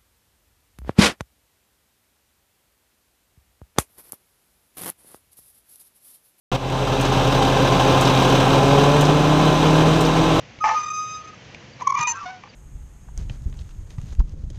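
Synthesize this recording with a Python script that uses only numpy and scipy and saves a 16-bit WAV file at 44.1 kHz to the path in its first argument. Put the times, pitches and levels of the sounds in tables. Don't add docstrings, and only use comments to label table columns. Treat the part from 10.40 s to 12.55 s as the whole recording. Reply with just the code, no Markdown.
import sys
import numpy as np
from scipy import signal
from scipy.fft import rfft, irfft, next_fast_len
from scipy.io import wavfile
from scipy.ndimage import map_coordinates

SR = 44100
rng = np.random.default_rng(int(sys.argv[2]) if len(sys.argv) > 2 else 0)


def log_audio(samples):
    frames = np.atleast_2d(samples).T
    limited = np.clip(frames, -1, 1)
    pcm = np.round(limited * 32767).astype(np.int16)
    wavfile.write(sys.argv[1], SR, pcm)


N = 94815
T = np.arange(N) / SR

# pitch_hz, level_db (per Hz)
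RUBBING_COLOUR = [(300, -13.5), (600, -18.5), (1000, 5.5), (1450, -7), (2000, -6), (2900, -8.5),
                  (3400, -15), (4800, -14), (6100, -10), (7000, -20), (8000, -31)]


def amp(db):
    return 10 ** (np.asarray(db) / 20)


def unit(x):
    return x / np.sqrt(np.mean(x ** 2) + 1e-20)


def curve(rows, axis=1):
    rows = np.array(rows)
    return np.interp(T, rows[:, 0], rows[:, axis])


def gate(start, end, edge_s):
    opening = 1 + np.tanh((T - start) / edge_s)
    closing = 1 + np.tanh((end - T) / edge_s)
    return opening * closing / 4


def envelope(rows, axis=1):
    return amp(curve(rows, axis)) * gate(rows[0][0], rows[-1][0], edge_s=0.0011)


def wobble(rate):
    points = rng.standard_normal(8192)
    return map_coordinates(points, [T * rate], mode="wrap")


def filtered(x, response):
    size = next_fast_len(N + 8192)
    gain = response(np.fft.rfftfreq(size, 1 / SR))
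    return irfft(rfft(x, size) * gain, size)[:N]


def noise(colour):
    colour_hz, colour_db = np.transpose(colour)

    def response(hz):
        return amp(np.interp(np.log(hz + 1), np.log(colour_hz), colour_db))

    return unit(filtered(rng.standard_normal(N), response))


def slip_phase(hz, jitter, rate):
    trembling_hz = hz * (1 + jitter * wobble(rate))
    return 2 * np.pi * np.cumsum(trembling_hz) / SR


def partials(phase, table, flutter_db, rate):
    total = np.zeros(N)
    for multiple, db in table:
        level = amp(db + flutter_db * wobble(rate))
        total += level * np.sin(multiple * phase + rng.uniform(0, 2 * np.pi))
    return total


def glides(table, jitter, flutter_db, edge_s):
    total = np.zeros(N)
    for start, length, first_hz, last_hz, db in table:
        end = start + length
        level = amp(db + flutter_db * wobble(160)) * gate(start, end, edge_s)
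        hz = np.interp(T, [start, end], [first_hz, last_hz])
        total += level * np.sin(slip_phase(hz, jitter, rate=400))
    return total


def outward_squeal():
    # time_s, pitch_hz
    pitch = [(.2, 1240), (.235, 1250), (.34, 1252), (.375, 1230), (.43, 1228), (.49, 1235), (.54, 1243),
             (.6, 1245), (.65, 1246), (.73, 1255), (.81, 1245), (.88, 1256), (.95, 1250)]
    # time_s, level_db
    tone_level = [(.203, -45), (.212, -23), (.228, -20.5), (.255, -20), (.275, -28), (.31, -18.5),
                  (.331, -36.5), (.35, -20.5), (.372, -15), (.405, -23.5), (.44, -25.5), (.52, -23.5),
                  (.56, -28), (.59, -22.5), (.695, -33.5), (.765, -31), (.785, -37), (.815, -36.5),
                  (.885, -39.5), (.94, -38.5), (.952, -80)]
    # time_s, level_db
    edge_level = [(.205, -63), (.222, -49.5), (.345, -53.5), (.38, -41), (.47, -38.5), (.52, -38.5),
                  (.59, -40), (.68, -43), (.75, -41), (.81, -54), (.835, -59), (.885, -50), (.915, -81),
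                  (.95, -56)]
    # multiple, level_db
    overtones = [(2, 1.5), (3, -8.5), (4, -5.5), (5, 3.5), (6, -14)]
    # time_s, width_s (to either side), depth_db
    falters = [(.427, 0.0046, 10), (0.455, 0.0047, 11), (0.478, 0.0033, 11), (.498, 0.0037, 16.5),
               (0.529, 0.0054, 8), (.832, 0.0065, 25), (0.867, 0.0045, 20), (.921, .008, 32)]

    strain = np.interp(T, [.5, .56], [1, 0])
    phase = slip_phase(curve(pitch), .0014 + 0.0021 * strain, rate=220)
    dip_db = sum(depth * np.exp(-((T - time) / width) ** 2) for time, width, depth in falters)
    edge = partials(phase, overtones, flutter_db=2.5 + 1.5 * strain, rate=57)
    return amp(-dip_db) * (envelope(tone_level) * np.sin(phase) + envelope(edge_level) * edge)


def groan():
    # time_s, pitch_hz, level_db
    course = [(.2388, 815, -18), (.241, 835, -13), (.247, 855, -14), (.251, 876, -20), (.26, 877, -18),
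              (.29, 877, -18), (.315, 877, -20), (.348, 880, -23), (.362, 890, -45)]
    # multiple, level_db
    tones = [(1, 2.5), (2, -15.5), (3, -22), (4, -39), (2.43, -19.5)]

    phase = slip_phase(curve(course), jitter=0.0097, rate=370)
    return envelope(course, axis=2) * partials(phase, tones, flutter_db=2.3, rate=220)


def stutter():
    # peak_s, pitch_hz (at the peak), level_db, swell_s, choke_s
    notes = [(1.422, 1010, -21.5, 0.0033, 0.0084), (1.4755, 1085, -7.5, 0.0039, 0.0053),
             (1.506, 1095, -12.5, 0.011, .004), (1.525, 1065, -13, .003, 0.0036),
             (1.554, 1090, -13.5, 0.011, 0.0021), (1.579, 1075, -16.5, 0.0076, .004)]
    # multiple, level_db
    overtones = [(2, -20), (3, -34), (4, -37), (5, -28.5), (6, -29.5), (7, -46)]
    # pitch_hz, level_db (per Hz)
    grit_colour = [(500, -19), (1500, -20), (2200, -0.5), (2800, -15), (4800, -15.5), (5600, -1),
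                   (6500, 12), (7100, -21), (8000, -21.5)]
    sag_hz, sag_s = 45, 0.011
    grit_db = -24

    out = np.zeros(N)
    grit = amp(grit_db) * noise(grit_colour)
    for peak, hz, db, swell_s, choke_s in notes:
        since_peak = T - peak
        rise = np.exp(1 - np.hypot(1, 1.66 * since_peak / swell_s))
        fall = np.exp(-(since_peak / choke_s) ** 2)
        swell = np.where(T < peak, rise, fall)
        sagging_hz = hz - sag_hz * np.tanh(since_peak / sag_s)
        phase = slip_phase(sagging_hz, jitter=.014, rate=710)
        edge = partials(phase, overtones, flutter_db=4.5, rate=400) + grit
        out += amp(db) * swell * (np.sin(phase) + swell ** .5 * edge)
    return out


def shriek():
    # time_s, pitch_hz, lowest_tone_db, overtones_db
    squeal = [(1.43, 1118, -46, -68), (1.455, 1144, -30.5, -51), (1.49, 1140, -29, -36),
              (1.545, 1150, -39.5, -49.5), (1.57, 1185, -25.5, -27.5), (1.595, 1209, -28, -36.5),
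              (1.632, 1223, -20.5, -24.5), (1.655, 1213, -24.5, -25.5), (1.682, 1247, -53, -27),
              (1.705, 1239, -44.5, -36), (1.74, 1240, -49.5, -60)]
    # multiple, level_db
    overtones = [(2, 1), (3, -20.5), (4, -29.5), (5, -19)]
    # time_s, pitch_hz, level_db (relative)
    lower_voice = [(1.555, 1000, -31.5), (1.572, 970.5, -31), (1.59, 958.3, -26.5), (1.602, 943, -43),
                   (1.612, 967, -21), (1.636, 938, -29), (1.656, 986, -42), (1.668, 981, -36.5),
                   (1.677, 983, -20.5), (1.692, 938, -24), (1.706, 925, -35), (1.724, 952, -28),
                   (1.742, 920, -47)]
    # multiple, level_db
    lower_tones = [(1, 2), (2, -11), (3, -14.5), (4, -29.5), (5, -21), (6, -25)]

    phase = slip_phase(curve(squeal), jitter=0.0078, rate=300)
    edge = partials(phase, overtones, flutter_db=2.5, rate=150)
    upper = envelope(squeal, axis=2) * np.sin(phase) + envelope(squeal, axis=3) * edge
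    lower_phase = slip_phase(curve(lower_voice), jitter=0.01, rate=350)
    lower = partials(lower_phase, lower_tones, flutter_db=1.5, rate=180)
    return upper + amp(-.5) * envelope(lower_voice, axis=2) * lower


def whistles():
    # start_s, length_s, level_db (relative), roughness (0 to 1)
    bursts = [(1.587, .006, -36.5, .9), (1.61, 0.0062, -25.5, 0.6), (1.627, .011, -31, .9),
              (1.672, 0.0053, -26, 0.8), (1.679, 0.044, -25.5, 0.2), (1.753, 0.024, -49.5, .5)]
    # multiple (of the lower voice, added to the whistle), level_db
    side_tones = [(-2, -20.5), (-1, -23), (0, 3.5), (1, -5)]
    whistle_hz, lower_hz = 6193, 938
    scatter, grit_db = .018, -4

    out = np.zeros(N)
    lower = slip_phase(lower_hz, jitter=.008, rate=380)
    grit = amp(grit_db) * noise(RUBBING_COLOUR)
    for start, length, db, rough in bursts:
        phase = slip_phase(whistle_hz, scatter * rough, rate=800)
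        tone = sum(amp(tone_db) * np.sin(phase + k * lower) for k, tone_db in side_tones)
        level = amp(db + 1.2 * wobble(250)) * gate(start, start + length, edge_s=0.0016)
        out += level * (tone + rough * grit)
    return out


def moan():
    # time_s, pitch_hz, level_db
    course = [(1.846, 790, -55), (1.856, 738, -38), (1.862, 728, -29), (1.888, 733, -34), (1.903, 750, -33),
              (1.919, 762, -42), (1.932, 738, -37), (1.96, 742, -42), (1.985, 735, -47), (2.003, 705, -60)]
    # multiple, level_db
    overtones = [(2, -3), (3, -10), (4, -20.5), (5, -19.5), (6, -21.5), (7, -25), (8, -24)]
    dulling = 0.2

    phase = slip_phase(curve(course), jitter=0.0085, rate=230)
    level = envelope(course, axis=2)
    brightness = (level / level.max()) ** dulling
    edge = brightness * partials(phase, overtones, flutter_db=2.0, rate=76)
    return level * (np.sin(phase) + edge)


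def side_squeaks():
    # start_s, length_s, first_hz, last_hz, level_db
    squeaks = [(0.307, .05, 510, 514, -41), (0.24, .025, 2200, 2000, -45.5), (.365, 0.14, 2100, 1850, -49),
               (1.73, 0.062, 1590, 1545, -38), (1.744, 0.049, 1057, 1200, -34),
               (1.747, 0.068, 2560, 2640, -46), (1.753, 0.067, 1360, 1360, -36),
               (1.809, 0.041, 1195, 1140, -32)]
    return glides(squeaks, jitter=.015, flutter_db=2.0, edge_s=.005)


def link():
    # time_s, level_db (relative)
    jolts = [(.2395, -11), (.2465, -12.5), (.258, -18), (.273, -15), (.281, -18.5), (.2912, -9),
             (0.3075, -16), (.318, -29.5), (.337, -24), (.35, -37.5)]
    # time_s, level_db (relative)
    clicks = [(1.399, -35.5), (1.409, -26), (2.036, -32), (2.056, -39), (2.063, -40), (2.074, -40)]
    # pitch_hz, level_db (before random variation), t60_s (time to fade by 60 dB)
    modes = [(688, -13, 0.045), (815, -10.5, 0.084), (884, -12, 0.09), (1015, -7.5, 0.036),
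             (1155, -3, 0.04), (1784, -9, 0.022), (2138, -21, .08), (2350, -17, 0.077), (2640, -24, 0.045),
             (3010, -26, .05), (5400, -26.5, .02), (5850, -21, 0.028), (6300, -27, .02)]

    out = np.zeros(N + SR)
    t = np.arange(SR // 8) / SR
    attack = 1 - np.exp(-t / .0006)
    for start, db in jolts + clicks:
        ring = np.zeros(len(t))
        for hz, mode_db, t60 in modes:
            fading = amp(mode_db + rng.normal(0, 2) - 60 * t / t60)
            ring += fading * np.sin(2 * np.pi * (hz * t + rng.random()))
        out[round(start * SR):][:len(t)] += amp(db) * ring * attack
    return out[:N]


def ticks():
    # time_s, level_db (relative)
    contacts = [(.188, -35), (1.147, -34), (2.037, -41), (2.136, -46)]
    # pitch_hz, level_db
    contact_colour = [(500, 2), (1500, -18), (2300, 5), (3200, -8.5), (4500, -23), (6000, -23), (8000, -31)]
    decay_s = 0.0044

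    level = sum(amp(db) * (T > time) * np.exp(-abs(T - time) / decay_s) for time, db in contacts)
    return noise(contact_colour) * level


def rubbing():
    # time_s, level_db
    loudness = [(.23, -87), (.242, -30.5), (.31, -32.5), (.35, -32.5), (.42, -41.5), (.55, -62.5),
                (1.38, -63.5), (1.41, -40.5), (1.45, -60.5), (1.56, -56), (1.59, -29.5), (1.635, -38),
                (1.655, -49), (1.677, -36.5), (1.73, -48), (1.77, -44.5), (1.87, -43), (1.95, -52.5),
                (2.02, -60)]
    grit = unit(noise(RUBBING_COLOUR) * amp(2.1 * wobble(350)))
    return envelope(loudness) * grit


def seat_bumps():
    # time_s, width_s (to either side), level_db
    bumps = [(1.603, .008, -36), (1.62, .025, -46), (1.846, .018, -43)]
    # pitch_hz, level_db (per Hz)
    bump_colour = [(30, -21), (90, -6.5), (150, 0.5), (280, -11), (600, -32), (2000, -55)]
    level = sum(amp(db) * np.exp(-((T - time) / width) ** 2) for time, width, db in bumps)
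    return noise(bump_colour) * level


def far_bird():
    # start_s, length_s, first_hz, last_hz, level_db
    chirps = [(1.322, .024, 4700, 4600, -55), (1.392, .014, 3850, 4150, -49),
              (2.088, .022, 4800, 4540, -52)]
    return glides(chirps, jitter=0.011, flutter_db=4.0, edge_s=0.0028)


def wind():
    # time_s, level_db
    strength = [(0, 2), (.35, -2), (.65, -1), (.95, 1.5), (1.35, 1), (1.75, -4), (2.15, -1.5)]
    # pitch_hz, level_db (per Hz)
    wind_colour = [(20, -55.5), (35, -32.5), (50, -14.5), (65, -8.5), (120, -1), (160, -5), (250, -10),
                   (400, -15.5), (475, -10.5), (600, -14.5), (830, -17.5), (1300, -21), (1900, -16),
                   (3050, -18.5), (3700, -24), (6400, -27), (8000, -43.5)]
    base_db, gust_db = -46.5, .4
    return amp(base_db + curve(strength) + gust_db * wobble(12)) * noise(wind_colour)


def open_air(x):
    air_t60_s, air_db = 0.14, -22.5
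    t = np.arange(SR // 3) / SR
    tail = rng.standard_normal(len(t)) * amp(-60 * t / air_t60_s) * (t > .004)
    tail = tail / np.linalg.norm(tail)
    return x + amp(air_db) * signal.fftconvolve(x, tail)[:N]


def scene():
    outward = outward_squeal() + groan()
    back = stutter() + shriek() + whistles() + moan()
    contacts = link() + ticks() + rubbing()
    swing = open_air(outward + back + side_squeaks() + contacts)
    park = seat_bumps() + far_bird() + wind()
    return (swing + park)[None]


def record(dry):
    rolloff_hz, top_hz = 7650, 8250

    def response(hz):
        return (hz < top_hz) / np.sqrt(1 + (hz / rolloff_hz) ** 50)

    return filtered(dry[0], response)[None]


dry = scene()
out = record(dry)
log_audio(out)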